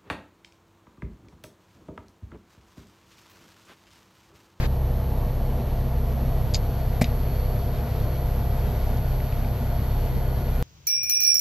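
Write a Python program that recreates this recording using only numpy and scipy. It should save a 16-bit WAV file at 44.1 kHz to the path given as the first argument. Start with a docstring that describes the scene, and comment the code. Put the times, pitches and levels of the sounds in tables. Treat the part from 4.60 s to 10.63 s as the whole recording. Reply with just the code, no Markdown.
"""Outdoors, an air-conditioning unit runs beside a small camera. Its compressor and fan hum (one motor is still
speeding up at first), air rushes through the coil, and the inverter, its power electronics, whines near 12 kHz
in bursts at twice the mains rate, mostly from the right. A short bright burst of noise sounds at the very start
and breaks off, a light breeze puffs at the microphones and a faint whistle swells and fades. Close by,
fingertips tick on a phone and set it down on the concrete."""
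import sys
import numpy as np
from scipy import signal
from scipy.fft import rfft, irfft, next_fast_len
from scipy.io import wavfile
from scipy.ndimage import uniform_filter1d, map_coordinates

SR = 44100
rng = np.random.default_rng(int(sys.argv[2]) if len(sys.argv) > 2 else 0)


def materialize(psi):
    """Save the field psi as 16-bit PCM at rate SR to the path in sys.argv[1].

    A 1-D psi becomes a single channel; in a 2-D psi each row is a channel.
    """
    bounded = np.clip(np.atleast_2d(psi).T, -1, 1)
    quanta = np.round(bounded * 32767).astype(np.int16)
    wavfile.write(sys.argv[1], SR, quanta)


N = 265746
t = np.arange(N) / SR

# Something, probably a hand, shades the camera from the unit, then moves away: (time [s], shade [0-1])
SHADE = [(0, 0.49), (1.6, 0.38), (1.9, 0.22), (3.3, 0.1), (4.4, 0.05), (6.1, 0)]


def amp(db):
    """Turn decibels into a gain to multiply by."""
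    return 10 ** (np.asarray(db) / 20)


def unit(x):
    """Scale x to an average (rms) level of 1."""
    return x / np.sqrt(np.mean(x ** 2) + 1e-20)


def over_pitch(rows, hz):
    """Read a (frequency, value) table at hz, on a log scale."""
    freqs, values = np.transpose(rows)
    return np.interp(np.log(hz + 1), np.log(freqs + 1), values)


def over_time(rows):
    """Read a (time, value) table at every sample."""
    return np.interp(t, *np.transpose(rows))


def wobble(rate):
    """A smooth random curve through `rate` points a second."""
    coarse = t[::64]
    return np.interp(t, coarse, map_coordinates(rng.standard_normal(400), [coarse * rate]))


def filtered(x, response):
    """Scale each frequency in x by response(frequency)."""
    size = next_fast_len(x.shape[-1] + 8192)
    return irfft(rfft(x, size) * response(np.fft.rfftfreq(size, 1 / SR)), size)[..., :x.shape[-1]]


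def resonance(f, centre_hz, width_hz):
    """A response that favours frequencies near the centre."""
    return 1j * f * width_hz / (centre_hz ** 2 - f * f + 1j * f * width_hz)


def motor_turns(full_hz=49.87, slow_share=0.045, spin_up_s=2.15):
    """Count the motor's turns: it starts a little slow and climbs to a slightly unsteady full speed."""
    speed = full_hz * (1 - slow_share * np.clip(1 - t / spin_up_s, 0, 1) + .001 * wobble(9))
    return np.cumsum(speed) / SR


def tones(multiples, levels, turns, waver_db, drift_rad):
    """Pure tones at multiples of a turning speed, each wavering in level and phase."""
    shade, out = over_time(SHADE), np.zeros(N)
    for multiple, (db, shade_db) in zip(multiples, levels):
        gain = np.sqrt(2) * amp(db + shade * shade_db + waver_db * wobble(3.99))
        out += gain * np.sin(2 * np.pi * (multiple * turns + rng.random()) + drift_rad * wobble(3.02))
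    return out


def hum(turns, compressor_hz=32.55, blade_hz=36.1):
    """Three spinning parts shake the casing; a few faint, thin tones sit above them."""
    # One row per tone: (level [dB], change in full shade [dB])
    compressor = [(-29.5, 2), (-28, 0.5), (-41.5, 0), (-32.5, 2), (-42.5, -3.5), (-49, 4), (-49.5, 9),
                  (-58, -20)]
    blades = [(-37, 0), (-44.5, 0), (-36.5, 0.0039), (-48, 0)]  # probably the fan blades
    motor = [(-37, -1.5), (-35, -3.5), (-51, 5), (-49, -10), (-49.5, -1), (-63, 14), (-71, 18), (-58, -22),
             (-67, -2), (-68, -12), (-69, -15), (-72, -8), (-63, -16), (-67, -12), (-73, 1)]  # probably the fan motor
    thin = [(-75, -12), (-70.5, -4), (-77.5, 13), (-77, -7), (-72, -11)]
    thin_hz = (5937, 5997, 9805, 9870, 10130)  # the thin tones: (pitch [Hz])
    motor_multiples = (1, 2, 10, 12, 14, 18, 23, 29, 39, 48, 63, 86, 88, 89, 91)
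    return (tones((1, 2, 3, 4, 5, 6, 7, 12), compressor, compressor_hz * t, waver_db=1.65, drift_rad=.18)
            + tones((1, 2, 3, 4), blades, blade_hz * t, waver_db=0.5, drift_rad=.14)
            + tones(motor_multiples, motor, turns, waver_db=2.0, drift_rad=.41)
            + tones(thin_hz, thin, t, waver_db=1.0, drift_rad=.65))


def inverter_whine(ripple_hz=119.96, flip_s=2.097):
    """Mains ripple chops two switching tones, making each a row of close tones that add up to bursts."""
    # Tones ripple_hz apart, lowest first: (left level [dB], right level [dB], change in full shade [dB])
    lower_tones = [(-88, -73, -3), (-86, -68, -5), (-84, -70, -3), (-83, -68, -1), (-80, -86, -8),
                   (-88, -62, -7), (-94, -92, 0), (-69, -60, -9), (-69, -47.5, -9), (-61, -48.5, -9),
                   (-58.5, -54.5, 1), (-68, -58, -4), (-82, -87, 0), (-90, -76, 2), (-90, -88, 0),
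                   (-95, -75, -5)]
    upper_tones = [(-76, -69, -5), (-65, -65, -5), (-68, -57.5, -15), (-77, -56.5, -23), (-78, -69, -10),
                   (-100, -100, 0), (-92, -73, -8), (-88, -79, -5), (-86, -80, -5), (-92, -82, -5)]
    delay_s = np.array([[.0019], [.0011]])  # the left microphone hears each burst later
    offset_rad = np.array([[-.5], [0]])  # and out of step
    ripple = 2 * np.pi * ripple_hz * (t - delay_s)
    flip = np.pi * np.clip((t - flip_s) / .008 + .5, 0, 1)  # the wave turns upside down once
    shade = over_time(SHADE) * np.array([[.45], [1]])  # mostly on the right
    out = np.zeros((2, N))
    for lowest_hz, rows, middle in ((10691.5, lower_tones, 8), (11989, upper_tones, 3)):
        switch_hz = lowest_hz + middle * ripple_hz
        phase = 2 * np.pi * (switch_hz * t + rng.random()) + .22 * wobble(3) + .04 * wobble(30)
        bursts = sum(amp([[left_db], [right_db]] + shade * shade_db)
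                     * np.cos(phase + flip + offset_rad + (k - middle) * ripple)
                     for k, (left_db, right_db, shade_db) in enumerate(rows))
        out += np.sqrt(2) * bursts * amp([0.64 * wobble(3.8), .7 * wobble(3.9)])
    return out


def rush(spectrum, patchy_db):
    """Swirling air: stereo noise with random louder and softer patches in time and pitch."""
    # How alike the two sides sound: (frequency [Hz], likeness [0-1])
    likeness = [(30, 0.91), (130, 1), (280, 1), (620, 1), (1350, 0.8), (2500, 0.5), (3300, 0.89),
                (6370, 0.6), (9000, 0.37), (13900, 0.59)]
    slices = signal.stft(rng.standard_normal((2, N)), nperseg=512)[2]
    patches = uniform_filter1d(rng.standard_normal(slices.shape[1:]), size=5, axis=0)
    patches = uniform_filter1d(patches, size=10, axis=1)
    noise = signal.istft(slices * amp(patchy_db * unit(patches)), nperseg=512)[1][:, :N]

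    def colour(hz):
        angle = np.arccos(np.clip(over_pitch(likeness, hz), -1, 1)) / 2
        return amp(over_pitch(spectrum, hz)) * [np.cos(angle), np.sin(angle)]
    mid, side = filtered(noise, colour)  # what the sides share, and how they differ
    return unit(np.array([mid + side, mid - side]))


def fan_air(turns):
    """Churning air makes a low rumble, the fan's main rush and a hiss through the fins."""
    # The tone colour of each noise: (frequency [Hz], relative level [dB])
    rumble = [(12, -17), (30, -6), (60, 5), (130, 1.5), (190, -7), (240, 1.5), (290, -15), (400, -66)]
    body = [(130, -0.5), (220, -8), (295, -7.5), (418, -4), (481, -3.5), (557, -8), (681, -3.5), (742, -8),
            (900, -10.5), (1270, -22), (1400, -46), (1820, -30.5), (3080, -120)]
    hiss = [(900, -3), (1300, 1.5), (2300, -2.5), (2700, -4.5), (4000, -6.5), (4500, -8), (5000, -10.5),
            (6100, -12), (7500, -17), (9000, -24), (10100, -22), (10700, -24), (11400, -20), (11900, -15),
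            (12600, -25), (13200, -36), (14400, -44)]
    flow = wobble(2.84)
    pulse = np.cos(2 * np.pi * 2 * turns)  # the motor's pull pulses the rush twice a turn
    out = amp(-36 + 0.18 * wobble(1.8)) * rush(rumble, patchy_db=3.5)
    out += amp(-35.5 + 0.54 * flow + 0.5 * pulse) * rush(body, patchy_db=0.82)
    hiss_db = -46.5 - 5.5 * over_time(SHADE) + 0.48 * flow + 0.62 * wobble(25)
    return out + amp(hiss_db) * rush(hiss, patchy_db=0.7)


def opening_rush(end_s=0.069):
    """A short, bright burst of noise at the very start that stops abruptly."""
    # Its tone colour: (frequency [Hz], relative level [dB])
    spectrum = [(150, -23), (300, -1), (700, -3), (1300, -7), (4500, -17.5), (7000, -27), (9000, -37),
                (14000, -60)]
    return amp(-36) * np.clip((end_s - t) / 0.0018, 0, 1) * rush(spectrum, patchy_db=1.0)


def stereo_width(close_s=0.072, reopen_s=0.56, ease_s=2.2):
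    """The sound starts wide, snaps to the centre, then widens again ever more slowly."""
    wide_start = np.clip((close_s - t) / .02 + .5, 0, 1)
    reopening = 1 - np.exp(-np.clip(t - reopen_s, 0, None) / ease_s)
    return amp(5.5) * wide_start + amp(1) * reopening + amp(-46)


def breeze(swell_s=0.03):
    """Wind pushes on each microphone separately: low puffs over a weaker stirring."""
    # The strongest puffs: (time [s], level [dB])
    puffs = [(.77, -44), (1.551, -38), (1.839, -32.5), (1.969, -33), (2.202, -41), (3.149, -39),
             (4.278, -39.5), (5.568, -27.5)]

    def low_noise(samples, top_hz):
        noise = rng.standard_normal((2, samples))
        return unit(filtered(noise, lambda f: (f > 12) / (1 + (f / top_hz) ** 3)))
    out = stereo_width() * amp(-47.5 + 7.5 * wobble(21)) * low_noise(N, top_hz=70)
    for at_s, db in puffs:
        start, end = round((at_s - .2) * SR), round((at_s + .2) * SR)
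        top_hz = max(100 + 4 * (db + 40), 30)  # stronger puffs reach higher
        swell = np.exp(-.5 * ((t[start:end] - at_s) / swell_s) ** 2)
        out[:, start:end] += amp(db) * swell * low_noise(end - start, top_hz)
    return out


def whistle(centre_hz=4450, width_hz=160):
    """A narrow band of hiss near 4.4 kHz that swells and fades around the motor's high tones."""
    # Its rise and fall: (time [s], level [dB])
    swell = [(1.5, -75), (2.8, -58), (4.2, -80), (5.2, -82), (6.1, -72)]
    gain = amp(over_time(swell) + 1.6 * wobble(8))
    return gain * unit(filtered(rng.standard_normal(N), lambda f: resonance(f, centre_hz, width_hz) ** 2))


def phone_case(f):
    """How strongly the phone's case answers a touch at each frequency f."""
    # Where it rings: (pitch [Hz], width [Hz], level [dB])
    rings = [(1760, 750, 0.5), (2430, 510, 5), (3790, 350, -4), (4700, 370, 2), (5300, 630, -6),
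             (6530, 540, 0), (7500, 190, -11), (10700, 190, -13)]
    ringing = sum((-1) ** k * amp(db) * resonance(f, hz, width_hz)
                  for k, (hz, width_hz, db) in enumerate(rings))
    return amp(-14) / (1 + (f / 7000) ** 2) + ringing


def phone(snap=7.4, scuff_s=2.4122, scuff_hz=5500):
    """Each touch rings the phone's case; set down, it slides briefly and thumps the concrete."""
    # Touches of fingers and edges: (time [s], peak level [dB], centre pitch [Hz], time to fade 60 dB [s])
    ticks = [(1.939, -20, 6000, .012), (1.9445, -13, 4860, 0.026), (1.953, -15.5, 4600, 0.026),
             (1.962, -26.5, 5200, 0.072), (1.966, -29, 4800, .015), (2.4124, -21, 2190, 0.083),
             (2.426, -43, 5500, .02), (2.4427, -17, 3700, 0.014), (2.447, -31, 3350, 0.11),
             (3.55, -38, 2500, .03), (4.3717,  -36, 5300, .008), (4.603, -35, 2190, .012),
             (4.724, -31, 3000, .012), (4.846, -33, 2500, .012)]
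    # The concrete's low notes: (pitch [Hz], level [dB], time to fade 60 dB [s])
    slab_notes = [(133, -13, 0.044), (191, -17.5, 0.059), (234, -21.5, 0.19), (436, -18, 0.015),
                  (636, -15.5, 0.037)]
    # Two edges land: (time [s], direction of the push [+1 or -1], gain [dB])
    landings = [(2.4142, -1, -7), (2.4172, 1, 1.5)]
    out, age = np.zeros(N + SR), np.arange(SR // 8) / SR
    for at_s, db, hz, fade_s in ticks:
        # one sharp blow, then dying noise
        touch = snap * (age == 0) + rng.standard_normal(len(age)) * amp(-60 * age / fade_s)
        click = filtered(touch, lambda f: phone_case(f) * resonance(f, hz, 1.33 * hz) ** 4)
        out[round(at_s * SR):][:len(age)] += amp(db) * click / np.abs(click).max()
    grit = filtered(rng.standard_normal(len(age)),
                    lambda f: (phone_case(f) + amp(-9)) * resonance(f, scuff_hz, 2.3 * scuff_hz) ** 4)
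    scuff_db = -32 - 60 * np.clip(age - 0.0094, 0, None) / 0.051  # holds a moment, then fades
    out[round(scuff_s * SR):][:len(age)] += unit(grit) * amp(scuff_db)
    thump = sum(amp(db - 60 * age / fade_s) * np.sin(2 * np.pi * hz * age) for hz, db, fade_s in slab_notes)
    for at_s, sign, db in landings:
        out[round(at_s * SR):][:len(age)] += sign * amp(db) * thump
    return out[:N]


def scene():
    """Most sounds lean slightly left but arrive on the right first; whine and breeze go their own way."""
    # Balance of the microphones: (frequency [Hz], left louder than right [dB])
    lean = [(60, 0), (200, 1), (670, 2), (7600, 2.5), (9500, 2), (11800, -23)]
    # Lag between them: (frequency [Hz], left behind right [rad])
    lag = [(30, -0.012), (130, -0.012), (230, 0.053), (500, 0.27), (1100, 0.38), (1900, 0.44), (3000, .4),
           (4400, 0.74), (6000, 0.99), (9000, 0.73)]

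    def microphones(hz):
        balance = amp(np.outer([.5, -.5], over_pitch(lean, hz)))
        return balance * np.exp(1j * np.outer([-.5, .5], over_pitch(lag, hz)))
    turns = motor_turns()
    sources = hum(turns) + whistle() + fan_air(turns) + opening_rush() + phone()
    left, right = filtered(sources, microphones)
    mid, side = (left + right) / 2, stereo_width() * (left - right) / 2
    return np.array([mid + side, mid - side]) + inverter_whine() + breeze()


def record(dry):
    """The camera keeps nothing above 14450 Hz."""
    return filtered(dry, lambda hz: hz < 14450)


dry = scene()
out = record(dry)
materialize(out)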